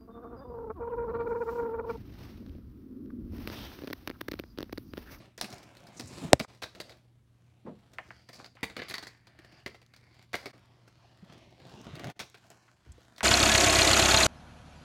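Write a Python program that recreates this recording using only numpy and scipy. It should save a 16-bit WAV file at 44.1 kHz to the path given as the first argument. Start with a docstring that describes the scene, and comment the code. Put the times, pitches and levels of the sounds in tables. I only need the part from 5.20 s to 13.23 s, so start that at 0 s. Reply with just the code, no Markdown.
"""Marble on a paper track

A marble runs down a paper track taped to the wall of a small room, now near, now far from the microphone.
Rolling is coloured noise; folds and lower ramps give noisy slaps; taps, bright pops and a hard knock
at the microphone use fading sine waves. Skids, one faint ringing tap and dull bumps shake a resonance.
Noise for still air and a faint mains hum lie underneath."""
import sys
import numpy as np
from scipy import signal
from scipy.fft import rfft, irfft, next_fast_len
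from scipy.io import wavfile
from scipy.ndimage import map_coordinates

SR = 44100
rng = np.random.default_rng(int(sys.argv[2]) if len(sys.argv) > 2 else 0)


def log_audio(samples):
    """Write samples as a 16-bit WAV file to the path given in sys.argv[1]."""
    # one column per channel
    frames = np.atleast_2d(samples).T
    # limit to full scale, then quantise
    limited = np.clip(frames, -1, 1)
    pcm = np.round(limited * 32767).astype(np.int16)
    wavfile.write(sys.argv[1], SR, pcm)


N = 354123  # length in samples

# How loudly the marble rolls, one list of points for each stretch of track.
# Each point: time in seconds, basic rolling level in dB.
ROLL_CURVES = [
    [(0.0, -58.5), (0.16, -81.5), (0.3, -61.5), (0.658, -66.5), (0.856, -62.5), (.93, -56.5), (1.016, -53),
     (1.1, -47.5)],
    [(1.17, -48), (1.204, -68.5), (1.268, -66), (1.586, -65.5), (1.65, -65.5), (1.766, -70.5), (1.816, -77),
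     (1.95, -86)],
    [(2.0, -87), (2.276, -80), (2.606, -75), (2.84, -68.5), (2.996, -69.5), (3.058, -65.5), (3.196, -50),
     (3.33, -100)],
    [(3.37, -65.5), (3.5, -76), (3.622, -62), (3.662, -56), (3.748, -69), (3.876, -66.5), (4.02, -78)],
    [(4.06, -76.5), (4.178, -73.5), (4.39, -66), (4.658, -80.5), (4.968, -69.5), (5.11, -68.5),
     (5.242, -65.5), (5.31, -66.5)],
    [(5.36, -69), (5.554, -76.5), (6.032, -70), (6.12, -65.5), (6.385, -70.5), (6.46, -61.5), (6.66, -61),
     (6.852, -54.5), (6.91, -51)],
    [(6.94, -74), (7.09, -64), (7.592, -75.5), (7.8, -69), (7.932, -69), (8.03, -72)],
]
# Tone of each stretch. Each row: rumble of the flexing paper in dB, fibre hiss in dB, both before the level.
STRETCH_TONES = [(4, -8), (4, -7), (4, -7), (-4, -18.5), (1.5, -11.5), (4, -12.5), (1.5, -5)]
# The marble hops or drops and leaves the paper. Each row: start in seconds, end in seconds.
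# A row that ends well before it starts has no effect, here and among the panels.
FLIGHT_TIMES = [(1.098, 1.265), (1.383, 1.54), (3.029, 3.21), (3.4, 3.22), (4.435, 4.46), (5.052, 5.12),
                (6.925, 7.2)]
# Panel resonances of the ramp under the marble. Each row: start in seconds, end in seconds, pitch in Hz,
# sharpness (Q), strength of the added ring in dB.
RAMP_PANELS = [(0.736, 1.06, 7900, 2.1, 7), (1.4, 1.801, 620.5, 6.8, -1.5), (4, 4.5, 635, 6.6, -8),
               (2.9, 5.315, 4680, 9.1, 8.5), (3.7, 4.56, 1830, 5.5, -0.5), (4.604, 5.317, 2190, 7.3, 5),
               (2.9, 4.4, 2240, 6.7, -2), (5.424, 5.844, 1100, 2.6, 0), (5.4, 6.742, 5200, 2.4, 3),
               (7, 6.92, 7100, 4.5, -2), (6.6, 8.03, 1460, 8.7, -3.5)]
# The marble slaps into a fold or lands on a ramp. Each row: start in seconds, strength in dB,
# crisp edge in dB, low body in dB, ring of that panel in Hz, time to fade by 60 dB in seconds.
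SLAP_EVENTS = [(0.1781, -40.5, 0, -2, 5200, 0.075), (0.2116, -27, 1.5, -5.5, 5550, 0.041),
               (.2304, -38, -1, -1, 4800, .04), (0.2427, -33.5, -3, -5, 2730, .06),
               (0.3261, -40, 1, 1.5, 5330, 0.055), (0.381, -51.5, 5.5, -9, 5700, 0.044),
               (.429, -50.5, 1, 0, 2700, 0.069), (.568, -51, 3.5, -8, 4100, 0.04),
               (0.668, -51.5, 4.5, -18, 5000, .06), (0.7968, -37.5, 0, -4, 5230, 0.074),
               (1.1947, -35.5, 4, -2, 5700, 0.046), (1.1984, -27, -8, 2, 3130, 0.05),
               (1.4191, -41, -3, -6.5, 3700, .06), (1.4232, -31, -7, -6, 1500, .05),
               (1.431, -33.5, -2, -4, 3900, 0.093), (1.5493, -44.5, -4, -1, 4330, 0.064),
               (1.6008, -33, -0.5, -2, 4400, 0.057), (1.6933, -47.5, -2, -2.5, 4600, 0.16),
               (2.7339, -52, 3, -3, 3500, 0.047), (3.088, -44, -3, -0.5, 2020, 0.067),
               (3.13, -50, 5.5, -4, 5020, 0.13), (3.2435, -44, -4.5, -9, 5000, 0.065),
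               (3.2595, -46.5, -2, -2, 4800, 0.045), (3.3522, -57, -1, 5.5, 2500, 0.038),
               (3.43, -22, -7, -4, 2120, 0.056), (3.497, -42.5, -8, -2.5, 1550, 0.088),
               (3.5651, -32, -8.5, -3, 1800, 0.065), (3.578, -40, -16, 3, 1500, 0.04),
               (3.5895, -32.5, -18, -3.5, 1600, 0.08), (3.6183, -31.5, -17, -2, 2120, 0.044),
               (3.6832, -43, 0, -11, 4300, 0.071), (3.698, -38, 3, -3, 4080, 0.05),
               (3.709, -35.5, -7, -2, 2120, .07), (3.7392, -29, -2.5, -10.5, 4380, 0.053),
               (3.7553, -41.5, -6, -8, 2060, 0.072), (3.7809, -34, -1, -5.5, 4420, 0.048),
               (3.8256, -40, -2.5, -2.5, 4110, 0.099), (3.869, -40, -1.5, -5, 4570, 0.068),
               (4.0699, -50, -3.5, -5.5, 4130, 0.057), (4.1885, -45.5, -8.5, -4, 1840, .05),
               (4.246, -50.5, -6, -2, 1756, 0.055), (4.461, -29, -10, -4.5, 2054, 0.066),
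               (4.5438, -48.5, -8, -1, 2050, 0.094), (4.616, -53.5, -4, -2, 4800, 0.049),
               (4.7366, -49.5, -4.5, -10.5, 1810, .06), (4.7625, -53.5, 3.5, -8.5, 4650, .045),
               (5.1312, -32.5, -5, -5.5, 2240, 0.057), (5.141, -22.5, -15.5, -10, 2175, 0.045),
               (5.153, -28, -2.5, -4.5, 2240, 0.026), (5.17, -53, 1, -1, 2150, 0.38),
               (5.2569, -34.5, -4.5, -5, 2250, 0.062), (5.676, -51.5, -5.5, -0.5, 1406, 0.056),
               (6.4, -54, -9, 2, 4500, 0.058), (6.754, -45, 2, 1, 4500, 0.035),
               (6.7939, -41, -4.5, 2, 1200, 0.043), (6.8425, -35.5, -8, 2.5, 1560, 0.045),
               (6.8697, -38.5, -7, -3, 1845, 0.044), (6.9926, -36, -1, -5, 3400, 0.088),
               (6.9987, -32, -4.5, -4.5, 3360, 0.11), (7.1432, -44, -9, -6, 2255, 0.076),
               (7.303, -49.5, -2, 2, 1430, .04), (7.316, -50, -4, 2, 2300, 0.038),
               (7.171, -54.5, -3, -5.5, 2300, 0.073), (7.24, -64, -4, -6, 3500, 0.056),
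               (5.025, -57, 2, -6, 2200, .07), (.305, -48, 3, -8, 5200, 0.041),
               (7.9615, -58.5, 7.5, -2, 4000, 0.053), (7.98, -43.5, 1.5, -6.5, 3240, 0.054)]
# The marble taps paper lying firmly on the wall. Each row: start in seconds, strength in dB, starting pitch in Hz.
TAP_EVENTS = [(1.2472, -35.5, 1750), (2.785, -27, 2980), (2.9058, -35.5, 2740), (3.1997, -40, 1880),
              (3.37, -47.5, 2940), (8.0069, -26, 2750)]
# Creases pop under the marble; the rows at 2.785 s and 8.007 s are the bright tick that starts a tap.
# Each row: start in seconds, peak in dB before the room, pitch in Hz.
POP_EVENTS = [(.178, -34, 6400), (0.213, -15, 4300), (0.3038, -35, 7000), (0.3434, -38, 6500),
              (0.605, -48, 5960), (0.6393, -48, 6000), (0.796, -32, 5300), (.809, -27, 4970),
              (.86, -43, 8000), (1.1999, -19.5, 4350), (1.6025, -29.5, 4418), (3.636, -43, 6000),
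              (6.615, -43, 6050), (6.7543, -45, 6000), (6.8439, -32, 4500), (7.0998, -45, 7000),
              (7.3027, -42, 6960), (7.374, -55, 5990), (7.8321, -52.5, 6570), (2.785, -37.5, 3900),
              (4.6165, -51, 4590), (4.664, -48, 4030), (8.007, -31, 3870)]
# Skids of the marble on the paper, and one faint ringing tap at 7.477 s.
# Each row: start in seconds, strength in dB, pitch in Hz, 60 dB fade in seconds.
SKIDS_AND_FAINT_TAP = [(.768, -46.5, 6100, 0.094), (.872, -46, 7040, 0.054), (1.222, -51, 6980, 0.12),
                       (3.15, -56, 5840, 0.1), (3.686, -47, 10800, 0.092), (7.477, -55.5, 1420, 0.07),
                       (7.719, -50.5, 6900, 0.022)]
# Dull bumps. Each row: start in seconds, strength in dB, pitch in Hz, 60 dB fade in seconds.
BUMP_EVENTS = [(.233, -35, 227, 0.077), (.306, -43, 245, 0.054), (.79, -40, 253, 0.18),
               (.812, -43, 113.5, 0.28), (1.017, -30.5, 174.6, 0.16), (1.119, -29.5, 405, 0.076),
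               (1.2, -26, 210, 0.042), (2.447, -37.5, 214.8, 0.26), (2.463, -39, 480, 0.17),
               (2.46, -48, 990, 0.11), (3.578, -41.5, 301.5, .1), (2.788, -42, 737, .07),
               (4.188, -47.5, 331, .039), (4.463, -40, 400, 0.084), (5.141, -32.5, 382, 0.048),
               (5.258, -36.5, 390, 0.064), (5.337, -55, 339.3, 0.13), (6.025, -40, 179.3, 0.056),
               (6.095, -50, 175, 0.14), (6.172, -49, 231, .05), (6.415, -47, 125.3, 0.1),
               (6.46, -49, 130, 0.06), (6.536, -43.5, 168, 0.058), (6.568, -44, 259, 0.13),
               (6.69, -43, 104, 0.15), (6.73, -35, 138, 0.079), (6.797, -39, 330, 0.075),
               (6.846, -34.5, 139.5, 0.17), (7.66, -54, 260, 0.071), (7.668, -42.5, 72, 0.29),
               (7.779, -49.5, 427, .05)]
# Tones of the hard knock at the microphone. Each row: pitch in Hz, strength in dB.
KNOCK_TONES = [(68, -19), (128, -11), (275, -5.5), (570, 3), (740, -0.5), (980, -4.5), (1560, -10),
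               (1900, -5), (2740, -8), (3800, -4), (5400, -4.5), (7100, -6.5), (8300, -2.5), (10600, -21),
               (15000, -18)]
# Colour of a slap. Each row: frequency in Hz, filter gain in dB.
SLAP_COLOUR = [(41, -35), (70, -3.5), (344, -2), (700, -2), (880, -9), (1150, -10), (1550, -8), (2220, -7),
               (2600, -10.5), (3100, -14), (3900, -11.5), (4690, -12.5), (6450, -18.5), (10200, -24.5),
               (12800, -27.5), (16000, -28.5)]
# Colour of rolling. Each row: frequency in Hz, filter gain in dB.
ROLLING_COLOUR = [(31, -44.5), (52, -13.5), (157, -6.5), (292, -10), (354, -6.5), (419, -15), (660, -12),
                  (880, -18), (1420, -20.5), (2190, -22), (6280, -29.5), (16000, -47.5)]
# Colour of still air. Each row: frequency in Hz, filter gain in dB.
AIR_COLOUR = [(25, -31), (50, -12), (75, -4.5), (120, -7), (200, -13), (300, -17.5), (500, -29.5),
              (1000, -35.5), (2500, -41), (6000, -46.5), (10000, -45.5), (16000, -53.5)]
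# How long the room rings. Each row: frequency in Hz, 60 dB fade in seconds.
ROOM_FADES = [(100, .35), (500, 0.3), (2500, 0.3), (6000, 0.39), (14000, 0.26)]
# Level of air and hum over time. Each row: time in seconds, gain in dB.
BACKGROUND_LEVELS = [(3.3, 0), (3.449, -1.5), (6.9, -0.5), (7.0, -6)]
# The level dips briefly. Each row: centre in seconds, half width in seconds, gain at the centre in dB.
LEVEL_DIPS = [(1.267, 0.014, -20), (5.324, 0.0076, -24.5), (6.942, 0.018, -21)]

# Rolling
RUB_DB = 1  # gain of the whole rolling sound over its basic level
RUMBLE_GROWS, PIVOT_DB = 1.15, -65  # dB of rumble per dB of rolling, about this level
FLIGHT_DB, LIFT_OFF_S = -13, 0.066  # rolling changes by this much in flight, with a fade this long
SWELL_DB, SWELLS_PER_S = 0.58, 11  # the marble weaves from wall to wall

# Slaps
SLAP_DB = -5  # gain of every slap
RATTLE_DB, RATTLE_T60_S = -25, 0.18  # loose paper rattles on after a slap
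REBOUND_S, REBOUND_DB = 0.0096, -10  # the sheet springs back against the marble
PANEL_DB = -1  # the panel's ring, relative to the slap

# Small contacts on the way
TICKS_PER_S, TICK_DB, TICK_SPREAD_DB = 14, 9, 3.5  # strength over the rolling level, plus or minus the spread
TICK_HZ, TICK_PITCH_SPREAD = 2000, 0.45  # each rings a different panel; spread in natural-log units
TICK_EDGE_DB, TICK_BODY_DB = 0, -2.5  # crisp edge and low body
TICK_T60_S = .025  # light contacts die sooner than slaps

# The sheet's many weak modes swell and fade as the marble moves along it
MODES_LOW_HZ, MODES_HIGH_HZ, MODE_Q = 467, 7230, 6.8
MODE_CHANGES_PER_S = 7
ROLL_SWING, SLAP_SWING = 0.32, 0.22  # how much the modes colour the rolling and the slaps

# Taps, pops and soft-edged strokes
TAP_FALL_S, TAP_T60_S = 0.00432, 0.015  # time scale of the falling pitch, fade
ECHO_DB, ECHO_T60_S = -6, 0.043  # scatter in the wall after a tap
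POP_T60_S, CRACKLE_T60_S, CRACKLE_DB = .0022, 0.0059, -10
RISE_SHARE = 0.077  # the longer a stroke lasts, the softer it starts

TOP_HZ = 16200  # band limit of the recorder


def amp(db):
    """Turn decibels into gain."""
    return 10 ** (np.asarray(db) / 20)


def unit(x):
    """Scale x to an average power of one (rms 1)."""
    return x / np.sqrt(np.mean(x ** 2) + 1e-20)


def along(points, hz):
    """Read (Hz, value) points on a log frequency axis."""
    point_hz, values = np.transpose(points)
    return np.interp(np.log(hz + 1), np.log(point_hz + 1), values)


def clock(count):
    """Time of each sample in seconds."""
    return np.arange(count) / SR


def dying(t, t60):
    """Fade exponentially, reaching 60 dB down at t60 seconds."""
    return np.exp(-np.log(1000) * t / np.maximum(t60, 1e-4))


def during(start, end, fade_s):
    """Give 1 between two times and 0 outside, with short fades."""
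    t = clock(N)
    inside_s = np.minimum(t - start, end - t)
    return np.clip(inside_s / fade_s + .5, 0, 1)


def wobble(rate, count=N):
    """Draw a smooth random curve through rate random points a second."""
    points = rng.standard_normal(int(count * rate / SR) + 4)
    return map_coordinates(points, [clock(count) * rate])


def add(track, s, sound):
    """Mix a sound into the track at s seconds, cutting it at the track's end."""
    part = track[max(round(s * SR), 0):][:len(sound)]
    part += sound[:len(part)]


def coloured(x, spectrum):
    """Filter x to the given (Hz, dB) shape without any sound ahead of its cause."""
    m = 2 * next_fast_len(len(x))
    gain = amp(along(spectrum, np.fft.rfftfreq(m, 1 / SR)))
    # folding the cepstrum forward in time makes the filter minimum phase
    cepstrum = irfft(np.log(gain + 1e-6))
    cepstrum[1:m // 2] *= 2
    cepstrum[m // 2 + 1:] = 0
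    return irfft(rfft(x, m) * np.exp(rfft(cepstrum)))[:len(x)]


def resonance(x, hz, q):
    """Pass x through one resonance; a higher q rings longer."""
    b, a = signal.iirpeak(min(hz, SR / 3), max(q, 1), fs=SR)
    return signal.lfilter(b, a, x)


def registers(x, low_hz, high_hz):
    """Split x into its low, middle and high part."""
    bands = [(low_hz, "low"), ([low_hz, high_hz], "band"), (high_hz, "high")]
    return [signal.sosfilt(signal.butter(3, hz, kind, fs=SR, output="sos"), x) for hz, kind in bands]


def grains(count, per_second, smooth):
    """Make tiny random contacts over a smooth share of noise, at rms 1."""
    hits = (rng.random(count) < per_second / SR) * rng.standard_normal(count)
    return unit(unit(hits) + smooth * rng.standard_normal(count))


def rolling_level():
    """Level of the rolling in dB; it falls away while the marble is in the air."""
    airborne = sum(during(start, end, LIFT_OFF_S) for start, end in FLIGHT_TIMES)
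    seconds, level_db = np.transpose(np.concatenate(ROLL_CURVES))
    return np.interp(clock(N), seconds, level_db) + FLIGHT_DB * airborne


def rolling(level_db):
    """The marble rides over the grain of the paper; the sheet flexes under it in lumps."""
    ends = [point[0] for stretch in ROLL_CURVES for point in (stretch[0], stretch[-1])]
    rumble_db, fibre_db = [np.interp(clock(N), ends, np.repeat(db, 2)) for db in np.transpose(STRETCH_TONES)]
    rumble_db = rumble_db + (RUMBLE_GROWS - 1) * (level_db - PIVOT_DB)
    force = amp(1.1 * wobble(130))
    swell = amp(SWELL_DB * wobble(SWELLS_PER_S))
    creases = .38 * grains(N, per_second=30, smooth=0)  # the odd sharper tick
    grain = grains(N, per_second=3400, smooth=0.93)
    paper = coloured(force * (grain + creases), ROLLING_COLOUR)
    rumble, rub, fibre = map(unit, registers(paper, low_hz=930.0, high_hz=3550))
    lumps = unit(amp(3 * wobble(60)))
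    lower = swell * (amp(rumble_db) * lumps * rumble + rub)
    hiss = np.sqrt(swell) * amp(fibre_db) * fibre  # the hiss swells less
    return amp(level_db + RUB_DB) * (lower + hiss)


def slap(edge_db, body_db, ring_hz, t60):
    """One contact snaps the paper, which springs back and chatters against marble and wall while its panel rings."""
    t = clock(count=8192)
    give = 1 - np.exp(-t / 0.00067)  # the paper yields before it snaps
    snap = give * (dying(t, t60) + 0.97 * dying(t, 0.0099))
    rebound = np.interp(t - REBOUND_S * rng.uniform(.8, 1.2), t, snap)
    envelope = np.hypot(snap, amp(REBOUND_DB) * rebound)
    rattle = amp(RATTLE_DB) * grains(len(t), per_second=400, smooth=0) * dying(t, RATTLE_T60_S)
    sheet = coloured(grains(len(t), per_second=5000, smooth=0.5) * envelope + rattle, SLAP_COLOUR)
    sheet = sheet + amp(PANEL_DB) * resonance(sheet, ring_hz, q=6.7)

    def chattering(part):
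        """After the snap each register chatters in its own way."""
        return unit(part * amp(3.5 * wobble(220, count=len(t)) * (1 - dying(t, .06))))

    body, middle, edge = [chattering(part) for part in registers(sheet, low_hz=900, high_hz=3600)]
    size = amp(SLAP_DB) * np.sqrt(np.mean(envelope ** 2))
    return size * (amp(body_db) * body + middle + amp(edge_db - 2.1) * edge)


def contacts():
    """The marble hits the folds and lands on lower ramps, each time with a slap of the sheet."""
    out = np.zeros(N)
    for s, db, edge_db, body_db, ring_hz, t60 in SLAP_EVENTS:
        add(out, s, amp(db) * slap(edge_db, body_db, ring_hz, t60))
    return out


def ticks(level_db):
    """Small chance contacts with the side walls grow and shrink with the rolling."""
    out = np.zeros(N)
    for when, force, pitch in rng.random((round(TICKS_PER_S * N / SR), 3)):
        at = int(when * N)
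        db = level_db[at] + TICK_DB + TICK_SPREAD_DB * (2 * force - 1)
        ring_hz = TICK_HZ * np.exp(TICK_PITCH_SPREAD * (2 * pitch - 1))
        add(out, at / SR, amp(db) * slap(TICK_EDGE_DB, TICK_BODY_DB, ring_hz, TICK_T60_S))
    return out


def ramps(x, coupling_db):
    """The folded paper under the marble rings along with whatever shakes it."""
    ringing = 0
    for start, end, hz, q, db in RAMP_PANELS:
        ringing = ringing + amp(db + coupling_db) * resonance(during(start, end, .05) * x, hz, q)
    return x + ringing


def wandering(x, swing):
    """Every spot of the sheet favours other modes, so the colour drifts under the moving marble."""
    modes = np.geomspace(MODES_LOW_HZ, MODES_HIGH_HZ, 22)
    drift = sum(wobble(MODE_CHANGES_PER_S) * resonance(x, hz, MODE_Q) for hz in modes)
    return (x + swing * drift) / np.hypot(1, swing)


def taps():
    """On firm backing the high bending waves arrive first, so the pitch drops at once; scattered echoes follow."""
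    out, t = np.zeros(N), clock(count=4096)
    for s, db, hz in TAP_EVENTS:
        cycles = hz * t / (1 + t / TAP_FALL_S)
        wave = np.sin(2 * np.pi * cycles) * (1 - np.exp(-hz * t)) * dying(t, TAP_T60_S)
        scatter = grains(len(t), per_second=1500, smooth=.3) * dying(t, ECHO_T60_S) * (1 - dying(t, .03))
        echoes = signal.fftconvolve(wave, scatter / np.linalg.norm(scatter))[:len(t)]
        add(out, s, amp(db) * (wave + amp(ECHO_DB) * echoes) / np.abs(wave).max())
    return out


def pops():
    """A popping crease, or the bright tick that starts a tap: a very short sine wave and a tiny crackle."""
    out, t = np.zeros(N), clock(count=1024)
    for s, db, hz in POP_EVENTS:
        crackle = resonance(rng.standard_normal(len(t)), 1.3 * hz, q=1) * dying(t, CRACKLE_T60_S)
        pop = np.sin(2 * np.pi * hz * t) * dying(t, POP_T60_S) + amp(CRACKLE_DB) * crackle
        add(out, s, amp(db) * pop / np.abs(pop).max())
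    return out


def knock():
    """One hard blow at the microphone: a burst of noise and fading tones, the high ones dying first."""
    out, t = np.zeros(N), clock(count=8192)
    noise = unit(coloured(rng.standard_normal(len(t)), SLAP_COLOUR))
    blow = amp(-27.5) * noise * dying(t, 0.035)
    for k, (hz, db) in enumerate(KNOCK_TONES):
        t60 = .016 * (570 / hz) ** .66
        tone = np.sin(2 * np.pi * hz * t) * (1 - np.exp(-3 * hz * t)) * dying(t, t60)
        blow = blow + (-1) ** (k + 1) * amp(db) * tone  # neighbours swing in opposite directions
    add(out, 1.1312, blow)
    return out


def strokes(rows, q, ring):
    """Soft-edged strokes each shake one well-damped resonance; ring is its clean swing over the rough part."""
    out, t = np.zeros(N), clock(count=16384)
    for s, db, hz, t60 in rows:
        rise = 1 - np.exp(-t / max(RISE_SHARE * t60, 1e-4))
        envelope = rise * dying(t, t60)
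        noise = rng.standard_normal(len(t)) * envelope
        shake = resonance(resonance(noise, hz, q), hz, q)
        swing = envelope * np.sin(2 * np.pi * hz * t + wobble(hz / 4, count=len(t)))
        size = amp(db + 3.5) * np.sqrt(np.mean(envelope ** 2))
        add(out, s, size * unit(unit(shake) + ring * unit(swing)))
    return out


def skids_and_faint_tap():
    """Skids on the paper and one faint ringing tap: noise around one pitch with a weaker clean swing."""
    return strokes(SKIDS_AND_FAINT_TAP, q=1.9, ring=.3)


def bumps():
    """Dull bumps: a blunt push with a strong clean swing."""
    return strokes(BUMP_EVENTS, q=1.4, ring=0.82)


def room(x):
    """Each frequency dies at its own speed in the room, and the echoes change as the marble moves on."""
    out, hop = np.zeros(N), SR // 8
    for start in range(0, N, hop):
        hz, t, z = signal.stft(rng.standard_normal(SR // 2), SR, nperseg=256)
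        tail = signal.istft(z * dying(t, along(ROOM_FADES, hz)[:, None]), SR, nperseg=256)[1]
        tail = tail * (1 - np.exp(-clock(len(tail)) / 0.0017))  # the echoes build up softly
        add(out, start / SR, signal.fftconvolve(x[start:start + hop], tail / np.linalg.norm(tail)))
    return out


def still_air():
    """Still air is steady noise with most of its strength in the bass."""
    return amp(-66.5) * unit(coloured(rng.standard_normal(N), AIR_COLOUR))


def mains_hum():
    """The mains hum is one low sine wave, slightly unsteady in pitch and level."""
    hum = np.sin(2 * np.pi * 119.5 * clock(N) + .35 * wobble(4))
    return amp(-62.5 + 0.72 * wobble(5.4)) * hum


def background():
    """Air and hum share a level that is weaker at the later microphone positions."""
    level_db = np.interp(clock(N), *np.transpose(BACKGROUND_LEVELS))
    return (still_air() + mains_hum()) * amp(level_db)


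def scene():
    """Mix track, room and background into one channel."""
    level_db = rolling_level()
    roll = ramps(rolling(level_db), coupling_db=0.0)
    hits = ramps(contacts() + ticks(level_db), coupling_db=-10)  # the marble's blow damps the panels
    track = wandering(roll, ROLL_SWING) + wandering(hits, SLAP_SWING) + taps() + pops()
    blow = knock()
    direct = blow + bumps() + skids_and_faint_tap() + background()
    close = amp(-41) * blow  # so near that the room hardly counts
    mix = track + direct + room(amp(-11) * track + close)
    dip_db = sum(db * np.exp(-((clock(N) - s) / width) ** 4) for s, width, db in LEVEL_DIPS)
    return (mix * amp(dip_db))[None]


def record(dry):
    """The recorder clips at full scale, then cuts steeply above its band limit."""
    m = next_fast_len(N + SR // 2)
    keep = 1 / np.sqrt(1 + (np.fft.rfftfreq(m, 1 / SR) / TOP_HZ) ** 160)
    return irfft(rfft(np.clip(dry, -1, 1), m) * keep, m)[..., :N]


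dry = scene()
out = record(dry)
log_audio(out)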